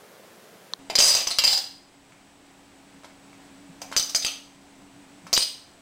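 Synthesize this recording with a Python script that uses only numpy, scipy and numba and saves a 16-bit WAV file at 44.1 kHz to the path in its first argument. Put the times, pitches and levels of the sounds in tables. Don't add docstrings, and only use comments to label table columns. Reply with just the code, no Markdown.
import sys
import numpy as np
from scipy import signal
from scipy.fft import rfft, irfft
from scipy.io import wavfile
from numba import njit

SR = 44100
rng = np.random.default_rng(int(sys.argv[2]) if len(sys.argv) > 2 else 0)


def persist_wave(psi):
    counts = np.round(np.clip(psi, -1, 1) * 32767).astype(np.int16)
    wavfile.write(sys.argv[1], SR, np.atleast_2d(counts).T)


N = 256220
TIME = np.arange(N) / SR
RING = TIME[:SR // 6]

# (time [s], strength [dB], flatness [0 edge-on to 1 face down],
# extra ping level [dB], clack pitch [Hz], upper ring pitch [Hz])
SINGLE_BLOWS = [(0.899, -36.5, 0.96, 0, 2690, 7400), (0.954, -17, 0.56, 1, 4100, 7040),
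                (0.98, -24, 0.82, -1, 3500, 6340), (0.987, -13, 0.39, -1, 3480, 6400),
                (1.003, -13.5, 0.52, -10, 3250, 6550), (1.149, -16.5, 0.33, -12, 4270, 6370),
                (1.272, -20, .2, -4, 3130, 5630), (1.305, -24.5, 0.54, -4, 4300, 9050),
                (1.312, -20.5, 0.85, -13, 4500, 8000), (1.386, -16, 0.9, 1.5, 3130, 7400),
                (1.42, -28, .5, -20, 4300, 6420), (1.438, -16.5, 0.59, 2, 2810, 7300),
                (1.477, -17, 0.79, 2.5, 3880, 8140), (1.529, -17, 0.68, -2, 4150, 8000),
                (1.576, -23, 0.52, -1.5, 4000, 7400), (3.817, -37.5, 0.27, -5.5, 3370, 6600),
                (3.965, -19.5, .23, -3, 3350, 5600), (3.974, -19, 0.19, -1.5, 4300, 5930),
                (3.996, -19, 0.36, -14, 4270, 6100), (4.026, -31, .05, 2.5, 4300, 6060),
                (4.095, -29, 0.28, -12, 4100, 5570), (4.148, -18, 0.23, -3.5, 4260, 6240),
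                (4.158, -22.5, 0.049, -0.5, 4250, 6460), (4.224, -28.5, 0.68, -3, 3570, 7260),
                (4.248, -23, 0.59, -3, 3100, 9100), (4.264, -22, 0.44, -16, 3080, 6460),
                (4.281, -26.5, 0.69, -13.5, 3400, 6600), (5.3295, -16.5, 0.47, -3, 4260, 5760),
                (5.3655, -21.5, 1, 1.5, 3470, 6100), (5.3775, -18.5, 0.34, -9, 4300, 9100),
                (5.406, -25, 1, -11, 4120, 8850), (5.423, -27, 1, 5, 4230, 9130)]
FIRST_ROW = [(0.993, -12, 0.24, -5, 3480, 6440), (1.02, -18, 0.13, 3, 2870, 6900),
             (1.06, -20, 0.13, -1, 4170, 8100), (1.095, -18.5, 0.23, -1, 4150, 6300),
             (1.118, -27.5, 0.73, 6, 3420, 8600), (1.16, -22.5, 0.43, -3, 3650, 6200),
             (1.22, -29.5, .5, -6, 3280, 6260)]
SECOND_ROW = [(1.444, -23.5, 0.62, 7, 2700, 8050), (1.465, -26, 0.49, 1.5, 3100, 7340),
              (1.52, -31.5, 0.27, 12.5, 4200, 8000), (1.58, -37, 0.51, 9.5, 4000, 8070),
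              (1.62, -59, .55, -16, 4000, 8000)]
LAST_PUSH = [(5.338, -19, 0.27, -1.5, 4400, 5870), (5.37, -36, 0.32, -9, 4200, 6100),
             (5.39, -23, 0.43, -5, 4200, 8900), (5.43, -30, 0.2, -8, 4130, 8900)]
# (time [s], level [dB])
SLAPS = [(0.9872, -4), (1.271, -11), (1.3862, -5.5), (3.9649, -8), (4.1481, -12.5), (4.2483, -9),
         (5.3298, -8.5), (5.3772, -0.5)]
# (time [s], level [dB], pitch [Hz])
NUDGES = [(0.899, -20, 800), (2.122, -41, 2220), (3.034, -39, 1090), (3.044, -32.5, 1140),
          (3.33, -42.5, 2100), (3.818, -28, 730), (3.915, -30.5, 900), (3.925, -24, 1230),
          (5.267, -32, 1190), (5.664, -55.5, 2600)]
# (time [s], level [dB])
BUMPS = [(2.116, -47), (2.93, -47), (3.32, -54), (3.688, -41), (4.94, -46), (5.232, -38)]

# (pitch [Hz], level [dB], time to fade by 60 dB [s])
CLACK_MODES = [(2470, -8, 0.006), (2830, 0, 0.0083), (2990, -0.5, 0.0075), (3325, -4, 0.0055),
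               (3750, -5, 0.0078), (3970, -6, 0.015), (4277, 4.5, 0.011)]
UPPER_MODES = [(5280, -0.5, 0.014), (5640, 4, 0.012), (6075, 5, .018), (6336, 4, 0.017), (6850, -3, 0.016),
               (7330, -5.5, .014), (7770, -3.5, 0.009), (8034, -0.5, 0.029), (8840, -0.5, 0.016),
               (9090, 1, 0.016), (9360, -12, 0.014), (13600, -9, 0.0103)]
PING_MODES = [(4566, -11, 0.023), (4776, -7.5, 0.0375), (4899, -3.5, 0.075), (5260, -6, 0.016),
              (7270, -17.5, 0.064), (10760, -27.5, 0.029), (11570, -29.5, 0.033), (12800, -26, 0.034),
              (14850, -20, .025)]
FLOOR_MODES = [(157, -10.5, 0.019), (348, -13, 0.0175), (567, -1.5, 0.021), (648, -0.5, 0.024),
               (838, -4, 0.014), (1055, 1.5, 0.013), (1330, 0, 0.0114), (1633, 4, 0.0062),
               (2127, 4.5, 0.0087)]
TICK_MODES = [(1085, -2.5, 0.0077), (1790, -10, .008), (3470, 4.5, 0.0057), (4190, 5, 0.0063),
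              (5980, 0.5, 0.00453)]

# (frequency [Hz], relative level [dB])
EARLY_AIR = [(30, -36), (70, -18), (130, -9), (195, -1.5), (270, -8), (420, 0), (600, -3), (950, -9.5),
             (1500, -9.5), (2500, -14.5), (8000, -20.5), (16000, -25)]
LATE_AIR = [(30, -8), (70, -6.5), (120, -4), (190, -3.5), (340, -2.5), (480, -7.5), (750, -4),
            (1200, -10.5), (2400, -12), (5000, -18), (9700, -20.5), (10200, -32.5), (16000, -30.5)]
# (pitch [Hz], level [dB], waver [radians])
HUM_TONES = [(194, -61.5, 0.27), (278.7, -52.5, 1)]
# (time [s], level change [dB])
HUM_SWELL = [(.8, 1.5), (2.5, -3), (3.2, 2.5), (5.3, 0), (5.45, -3)]

RUN_JITTER, RUN_SCATTER_DB = .2, 1.5
FLAT_TRADE_DB = 16.5
TRACK_FROM_S = 1.6
BOARD_KNOCK_DB, TRACK_KNOCK_DB = -13, -17.5


def topple(curve, count):
    times, *columns = np.transpose(curve)
    timing, force = rng.standard_normal((count, 2)).T
    gap_s = (times[-1] - times[0]) / count
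    starts = np.linspace(times[0], times[-1], count) + RUN_JITTER * gap_s * timing
    db, *rest = (np.interp(starts, times, column) for column in columns)
    return list(zip(starts, db + RUN_SCATTER_DB * force, *rest))


def clatter(blows):
    out = np.zeros(N)
    for s, db, flatness, _, clack_hz, upper_hz in blows:
        clack_db = db - FLAT_TRADE_DB * (1 - flatness)
        upper_db = db - FLAT_TRADE_DB * flatness
        knock_db = db + (BOARD_KNOCK_DB if s < TRACK_FROM_S else TRACK_KNOCK_DB)
        clack = strike(CLACK_MODES, .026, scatter_db=3.5, focus_hz=clack_hz, focus_db=27, rise_s=.0003)
        buzz = level_start(crack(.042, .73 * clack_hz, 1.176 * clack_hz))
        upper = strike(UPPER_MODES, .014, scatter_db=1.5, focus_hz=upper_hz, focus_db=17.5, rise_s=.00047)
        snap = crack(fade_s=.0019, lo_hz=1530, hi_hz=6880)
        scrape = crack(fade_s=.11, lo_hz=1170, hi_hz=15040)
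        knock = strike(FLOOR_MODES, detune=.072, scatter_db=3.5)
        add(out, s, undb(db + 6.5) * snap)
        add(out, s, undb(upper_db + 3) * scrape)
        add(out, s, undb(knock_db) * knock)
        add(out, s, undb(clack_db + 3) * bounce(clack + .89 * buzz, gap_s=.003, step_db=-7))
        add(out, s, undb(upper_db + 3.5) * bounce(upper, gap_s=.0026, step_db=-6.5))
    return out


def pings(blows, free_s=.016, choke_s=.0011, choked_db=-20):
    out = np.zeros(N)
    leaning_s = np.maximum(RING - free_s, 0)
    choke = np.maximum(np.exp(-leaning_s / choke_s), undb(choked_db))
    for s, db, _, extra_db, *_ in blows:
        ring = strike(PING_MODES, detune=.0086, scatter_db=.5)
        ping = bounce(ring, gap_s=.004, step_db=-3)
        add(out, s, undb(db + extra_db + 4) * ping * choke)
    return out


def slaps(pulse_s=.00005, thump_db=-36, thump_hz=34, thump_fade_s=.18):
    out = np.zeros(N)
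    pulse = RING / pulse_s * np.exp(1 - RING / pulse_s)
    thump = undb(thump_db - 60 * RING / thump_fade_s) * np.sin(2 * np.pi * thump_hz * RING)
    for s, db in SLAPS:
        snap = undb(4.5) * crack(fade_s=.00088, lo_hz=1780, hi_hz=7000)
        add(out, s, undb(db) * (snap - pulse - thump))
    return out


def fingers():
    out = np.zeros(N)
    grip = 1 - np.exp(-RING / .001)
    for s, db, hz in NUDGES:
        tap = strike(FLOOR_MODES, detune=.057, scatter_db=.5, focus_hz=hz, focus_db=9, rise_s=.00073)
        rub = grip * crack(fade_s=.069, lo_hz=1520, hi_hz=6960)
        add(out, s, undb(db) * (undb(-11.5) * tap + undb(-1.5) * rub))
    return out


def tick(at_s=.7358):
    out = np.zeros(N)
    add(out, at_s, undb(-28) * strike(TICK_MODES, detune=.0063, scatter_db=0))
    add(out, at_s, undb(-19) * crack(fade_s=.0019, lo_hz=1520, hi_hz=5960))
    return out


def hand_bumps(rise_s=.014):
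    out = np.zeros(N)
    swell = RING / rise_s * np.exp(1 - RING / rise_s)
    for s, db in BUMPS:
        rumble = unit(band(rng.standard_normal(len(RING)), 137, 207))
        add(out, s, undb(db - 6.5) * swell * rumble)
    return out


def room_echo(x, fade_s=.46, treble_fade_s=.42):
    t = TIME[:SR * 3 // 4]
    low, high = rng.standard_normal((2, len(t)))
    tail = band(low, 350, 5760) * undb(-60 * t / fade_s)
    tail += band(high, 9100, .48 * SR) * undb(-60 * t / treble_fade_s)
    tail *= np.clip((t - .002) / .0057, 0, 1)
    tail *= undb(-2.5) / np.sqrt(np.sum(tail ** 2))
    near_echoes = (rng.uniform(.002, .014, size=5) * SR).astype(int)
    tail[near_echoes] += undb(-16.5)
    return signal.fftconvolve(x, tail)[:N]


def background(cut_s=.79):
    late = undb(-49 + .45 * drift(5.4)) * noise(LATE_AIR)
    swell_db = np.interp(TIME, *np.transpose(HUM_SWELL))
    for hz, db, waver in HUM_TONES:
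        gain = undb(db + swell_db + 1.7 * drift(7.7))
        late += gain * unit(np.sin(2 * np.pi * hz * TIME + waver * drift(6.4)))
    whine = undb(-64) * unit(band(rng.standard_normal(N), 7670, 8000))
    early = undb(-50.5) * noise(EARLY_AIR)
    return np.where(TIME < cut_s, early, late + whine)


def strike(modes, detune, scatter_db, focus_hz=1000, focus_db=0, rise_s=.0006):
    hz, db, fade_s = np.transpose(modes)[:, :, None]
    pitch, share, side = rng.standard_normal((3, len(modes), 1))
    db = db + scatter_db * share - focus_db * np.abs(np.log2(hz / focus_hz))
    waves = np.sign(side) * np.sin(2 * np.pi * hz * (1 + detune * pitch) * RING)
    ring = np.sum(undb(db - 60 * RING / fade_s) * waves, axis=0)
    return level_start(ring * (1 - np.exp(-RING / rise_s)))


def crack(fade_s, lo_hz, hi_hz):
    x = band(rng.standard_normal(len(RING)) * undb(-60 * RING / fade_s), lo_hz, hi_hz)
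    return x / np.abs(x).max()


def bounce(x, gap_s, step_db, count=4):
    out = x.copy()
    for k, s in enumerate(np.cumsum(gap_s * rng.uniform(.4, 1.6, count))):
        add(out, s, x * undb(step_db * k))
    return level_start(out)


def undb(db):
    return 10 ** (np.asarray(db) / 20)


def unit(x):
    return x / np.sqrt(np.mean(x ** 2))


def level_start(x):
    return x / np.sqrt(np.mean(x[:SR // 50] ** 2))


def add(out, s, x):
    i = int(s * SR)
    out[i:i + len(x)] += x[:len(out) - i]


def band(x, lo_hz, hi_hz):
    return signal.sosfilt(signal.butter(2, [lo_hz, hi_hz], "band", fs=SR, output="sos"), x)


def noise(points):
    hz, db = np.transpose(points)
    bins = np.arange(N // 2 + 1) * SR / N
    gains = undb(np.interp(np.log(bins + 1), np.log(hz), db))
    return unit(irfft(rfft(rng.standard_normal(N)) * gains, N))


def drift(rate_hz):
    return noise([(1, 0), (rate_hz + 1, 0), (4 * rate_hz + 4, -80)])


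@njit
def follow_peaks(x, attack_s, release_s):
    out, level = np.empty(len(x)), 0.
    for i in range(len(x)):
        size = abs(x[i])
        level += (size - level) / (SR * (attack_s if size > level else release_s))
        out[i] = level
    return out


def volume_control(x, threshold_db, attack_s, release_s, ratio):
    excess = np.maximum(follow_peaks(x, attack_s, release_s) / undb(threshold_db), 1)
    return x * excess ** (1 / ratio - 1)


def scene():
    blows = SINGLE_BLOWS + topple(FIRST_ROW, count=26) + topple(SECOND_ROW, count=18)
    blows += topple(LAST_PUSH, count=8)
    tiles = clatter(blows) + fingers()
    ping, slap = pings(blows), slaps()
    echo = room_echo(tiles + undb(-4.5) * ping + undb(-19) * slap)
    return (tiles + ping + slap + echo + tick() + hand_bumps() + background())[None]


def record(dry):
    bent = dry[0] - .074 * np.tanh(dry[0]) ** 2
    dipped = volume_control(bent, threshold_db=-26, attack_s=.00033, release_s=1.16, ratio=1.372)
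    flattened = volume_control(dipped, threshold_db=-12, attack_s=.0007, release_s=.012, ratio=3)
    treble_cut = signal.ellip(10, .2, 80, 15800, fs=SR, output="sos")
    return signal.sosfilt(treble_cut, np.clip(flattened, -1, 1))[None]


dry = scene()
out = record(dry)
persist_wave(out)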